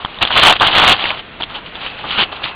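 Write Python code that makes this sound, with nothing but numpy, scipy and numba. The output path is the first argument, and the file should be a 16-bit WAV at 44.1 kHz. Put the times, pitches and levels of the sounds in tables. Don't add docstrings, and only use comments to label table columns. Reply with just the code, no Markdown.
import sys
import numpy as np
from scipy import signal
from scipy.io import wavfile
from scipy.ndimage import uniform_filter1d
from numba import njit

SR = 44100
rng = np.random.default_rng(int(sys.argv[2]) if len(sys.argv) > 2 else 0)


def dump_mix(stems):
    frames = np.atleast_2d(stems).T
    limited = np.clip(frames, -1, 1)
    pcm = np.round(limited * 32767).astype(np.int16)
    wavfile.write(sys.argv[1], SR, pcm)


def field_ratio(decibels):
    return 10 ** (np.asarray(decibels, dtype=float) / 20)


N = 112454


def unit(x):
    return x / np.sqrt(np.mean(x ** 2))


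def band(x, lo_hz, hi_hz):
    return signal.sosfilt(signal.butter(2, [lo_hz, hi_hz], "band", fs=SR, output="sos"), x)


def noise_band(lo_hz, hi_hz):
    return unit(band(rng.standard_normal(N), lo_hz, hi_hz))


def walk(rate):
    hold = int(SR / rate)
    levels = np.repeat(rng.standard_normal(N // hold + 1), hold)
    smooth = uniform_filter1d(uniform_filter1d(levels, hold), hold)
    return unit(smooth[:N])


@njit
def rings(n, start, turn, fade, size, phase):
    y = np.zeros(n)
    for k in range(len(start)):
        phasor = size[k] * np.exp(1j * phase[k])
        advance = np.exp(1j * turn[k] - fade[k])
        first = int(start[k])
        for j in range(first, min(n, first + int(7 / fade[k]))):
            y[j] += phasor.imag
            phasor *= advance
    return y


def ring(t, hz, cycles, size, phase):
    hz = np.clip(hz, 60, 9000)
    turn = 2 * np.pi * hz / SR
    fade = np.log(1000) * hz / np.maximum(cycles, .5) / SR
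    return rings(N, t * SR, turn, fade, size, phase)


def litter(rate, hz, spread, cycles, scatter_db, db):
    chance, size_chance, turn = rng.random((12000, 3)).T
    pitch_spread, ring_spread = rng.standard_normal((12000, 2)).T
    t = np.cumsum(-np.log(1 - chance)) / rate
    pitch = hz * 2 ** (spread * pitch_spread)
    length = cycles * np.exp(0.39 * ring_spread)
    size = field_ratio(-scatter_db * np.log(1.02 - size_chance))
    on = t < N / SR
    crackle = ring(t[on], pitch[on], length[on], size[on], 2 * np.pi * turn[on])
    return unit(crackle) * field_ratio(db)


def pressure(table):
    s, db, bark_db = np.array(table).T
    t = np.arange(N) / SR
    gain = field_ratio(np.interp(t, s, db, left=-99, right=-99))
    return np.array([gain, gain * field_ratio(np.interp(t, s, bark_db))])


def ground():
    thud_hz, thud_db, soil_hz, soil_db = 42, -27.5, 192, -24.5
    thud = field_ratio(thud_db) * noise_band(thud_hz / 2, thud_hz * 1.4) * field_ratio(3.0 * walk(6.7))
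    return thud + field_ratio(soil_db) * noise_band(soil_hz / 2, soil_hz * 2)


def steps():
    # (time [s], level [dB], bark against leaves [dB])
    lean_in = [(0, -34, -1.1), (.09, -37.5, -1), (.175, -34.5, -4.5)]
    toe_down = [(.175, -41, 7), (.205, -36.5, 2), (0.215, -14.5, -2.5), (0.225, -6.5, -7.5),
                (0.239, -18.5, -5), (.248, -24, -4), (.264, -24.5, 0), (.277, -17.5, -13),
                (0.293, -37.5, 11)]
    first_step = [(.296, -29, 2), (.306, -20, 5.5), (.33, -16, -11), (.375, -9, -2), (.41, -11, -9),
                  (.43, -6, -8.5), (.48, -6.5, 1.5), (.525, -12, -3.5), (.545, -21.5, -4.5)]
    foot_roll = [(.545, -26.5, -5.5), (.565, -15, -12), (.582, -35, -10), (0.601, -22, -4),
                 (.609, -12.5, 1.5), (.624, -7.5, -2), (.634, -15.5, 6.5), (.665, -9.5, -8),
                 (0.708, -22.5, 3)]
    second_step = [(0.709, -16.5, -7), (.74, -12.5, -4.5), (.765, -8, -4), (.81, -12, -2.5),
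                   (.86, -10, -2.5), (.89, -6.5, -5.5), (.928, -6, -6.5), (.945, -18.5, -3),
                   (.97, -24.5, -6.5)]
    foot_drag = [(0.971, -25, -5.5), (1.03, -18.5, -5.5), (1.06, -17.5, -4), (1.095, -20.5, -11.5),
                 (1.112, -18, -2), (1.129, -32, 2.5), (1.199, -25.5, -9), (1.212, -40, 0.5)]
    settling = [(1.395, -44, -1), (1.405, -23, 5), (1.411, -21.5, 0), (1.417, -35, -11.5),
                (1.438, -19, -15.5), (1.455, -57, -0.5)]
    still_settling = [(1.48, -53, -0.5), (1.506, -31.5, 0), (1.528, -40, 1), (1.554, -21.5, -9),
                      (1.59, -34.5, 2.5), (1.604, -57, -1), (1.644, -51, -6.5), (1.662, -30.5, -7),
                      (1.72, -47.5, -10)]
    weight_shift = [(1.721, -51, 2), (1.75, -34.5, -1), (1.8, -35, -2.5), (1.815, -27, -7.5),
                    (1.865, -23.5, -8), (1.89, -31, -6.5), (1.97, -40, -1), (1.993, -27, -2.5),
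                    (2.03, -41, -1.5)]
    third_step = [(2.031, -36, 0.5), (2.045, -32, 6), (2.07, -29.5, -0.5), (2.109, -18.5, -16),
                  (2.173, -21, 0.5), (2.184, -12.5, -3), (2.238, -11.5, -14), (2.249, -31.5, 4),
                  (2.29, -44.5, -2)]
    foot_lift = [(2.291, -43, 6), (2.301, -54.5, 19), (2.327, -26, -3.5), (2.345, -36.5, 3),
                 (2.363, -27, -11), (2.405, -46.5, 15), (2.441, -17, -12.5), (2.513, -34, 0),
                 (2.549, -57, 22)]
    # (fractures [per s], pitch [Hz], pitch spread [octaves], ring [cycles],
    # size scatter [dB], level [dB])
    whole_leaves = (2500, 3108.5, .17, 11, 3.0, 0.5)
    leaf_flakes = (1800, 3899, 0.3, 5.5, 3, -3)
    bark_pieces = (450, 793, 0.1257, 12.5, 2.5, -4.5)
    bark_chips = (900, 1201.5, 0.2361, 8.5, 2.8, -1.5)
    fine_grit = (1200, 2004.5, 0.63, 2.5, 2, -11)

    moves = (lean_in, toe_down, first_step, foot_roll, second_step, foot_drag,
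             settling, still_settling, weight_shift, third_step, foot_lift)
    leaf, bark = sum(pressure(move) for move in moves)
    bunch_per_s, bunch_db = 170, 1
    bunch = unit(field_ratio(bunch_db * walk(bunch_per_s)))
    thin = litter(*whole_leaves) + litter(*leaf_flakes)
    thick = litter(*bark_pieces) + litter(*bark_chips)
    under = litter(*fine_grit) + ground()
    return bunch * (leaf * thin + bark * thick + np.sqrt(leaf * bark) * under)


def snaps():
    # (time [s], peak [dB], ring [Hz])
    twigs = [(.0478, -1.5, 1045), (0.049, -2.5, 3300), (0.0582, -13, 1170), (0.0577, -26, 2900),
             (.1868, -10.5, 3600), (.217, 0, 3040), (.226, 1, 2656), (0.2338, -1, 2910), (0.2508, 2, 3380),
             (0.2748, -10, 3200), (0.3045, -3, 1500), (.5255, 4, 3640), (0.5984, 0.5, 3500),
             (0.6504, -1.5, 3190), (0.6721, 4, 3310), (1.0405, 0, 2720), (1.0548, -1, 2080),
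             (1.104, -2.5, 2370), (1.4215, -4, 3350), (1.4321, -4.5, 3000), (1.499, -19, 3300),
             (1.5469, -14.5, 2660), (1.7541, -9.5, 3500), (1.863, -7.5, 2760), (2.042, -12, 931),
             (2.2366, -1.5, 3060), (.6075, -16.5, 790)]
    t60_s, crack_db, gap_s, click_db = 0.0042, -4, .0006, -9
    s, db, hz = np.array(twigs).T
    u = rng.random((len(s), 9)).T
    out = 0
    for k in range(3):
        late = np.round(k * gap_s * hz) / hz
        out = out + ring(s + late, hz, t60_s * hz, field_ratio(db + crack_db), 0 * s)
    for k, click_hz in enumerate((1300, 2300, 3800)):
        pitch = click_hz * (.8 + .4 * u[k + 3])
        size = field_ratio(db + click_db)
        out = out + ring(s + .001 * u[k], pitch, 4.0 + 0 * s, size, 2 * np.pi * u[k + 6])
    return out


def insect():
    hz, width_hz, level_db, from_s = 2640, 200, -37, 1.75
    whirr = noise_band(hz - width_hz / 2, hz + width_hz / 2)
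    fade_in = np.clip((np.arange(N) / SR - from_s) / .15, 0, 1)
    return whirr * field_ratio(level_db + 2.0 * walk(8.3)) * fade_in


def garden():
    # (frequency [Hz], level [dB per Hz])
    spectrum = [(15, -35), (25, 2), (335, -1.5), (693, -3.5), (826, -5), (1860, -5), (3770, -5),
                (4800, -33.5), (6240, -57), (10600, -120)]
    f, level_db = np.array(spectrum).T
    swell = walk(1.3)
    out = 0
    for hz in 25 * 2 ** np.arange(0, 7.8, .5):
        db = np.interp(np.log(hz), np.log(f), level_db) + 10 * np.log10(hz)
        db = db + 0.6 * swell + 0.53 * walk(12)
        out = out + field_ratio(db) * noise_band(hz / 1.243, hz * 1.226)
    return unit(out) * field_ratio(-34)


def reflections(near):
    wall_s, wall_db, smear_s, smear_db = .0095, -20, 0.0087, -22
    wall = field_ratio(wall_db) * np.roll(near, int(wall_s * SR))
    t = np.arange(4000) / SR
    tail = rng.standard_normal(len(t)) * np.exp(-np.log(1000) * t / smear_s)
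    shrubs = field_ratio(smear_db) * tail / np.sqrt(np.sum(tail ** 2))
    return wall + signal.fftconvolve(near, shrubs)[:N]


def scene():
    near = steps() + snaps()
    return (near + reflections(near) + insect() + garden())[None]


def roll_off(x):
    return signal.sosfilt(signal.butter(12, 15200, fs=SR, output="sos"), x)


def record(dry):
    roll_hz, top_hz, clip, knee = 3803, 4750, 1, 60
    x = signal.sosfilt(signal.butter(6, roll_hz, fs=SR, output="sos"), dry)
    x = signal.sosfilt(signal.ellip(8, 1, 85, top_hz, fs=SR, output="sos"), x)
    x = x / (1 + np.abs(x / clip) ** knee) ** (1 / knee)
    x = signal.sosfilt(signal.ellip(8, .1, 60, 15200, fs=SR, output="sos"), x)
    return roll_off(x)


dry = scene()
out = record(dry)
dump_mix(out)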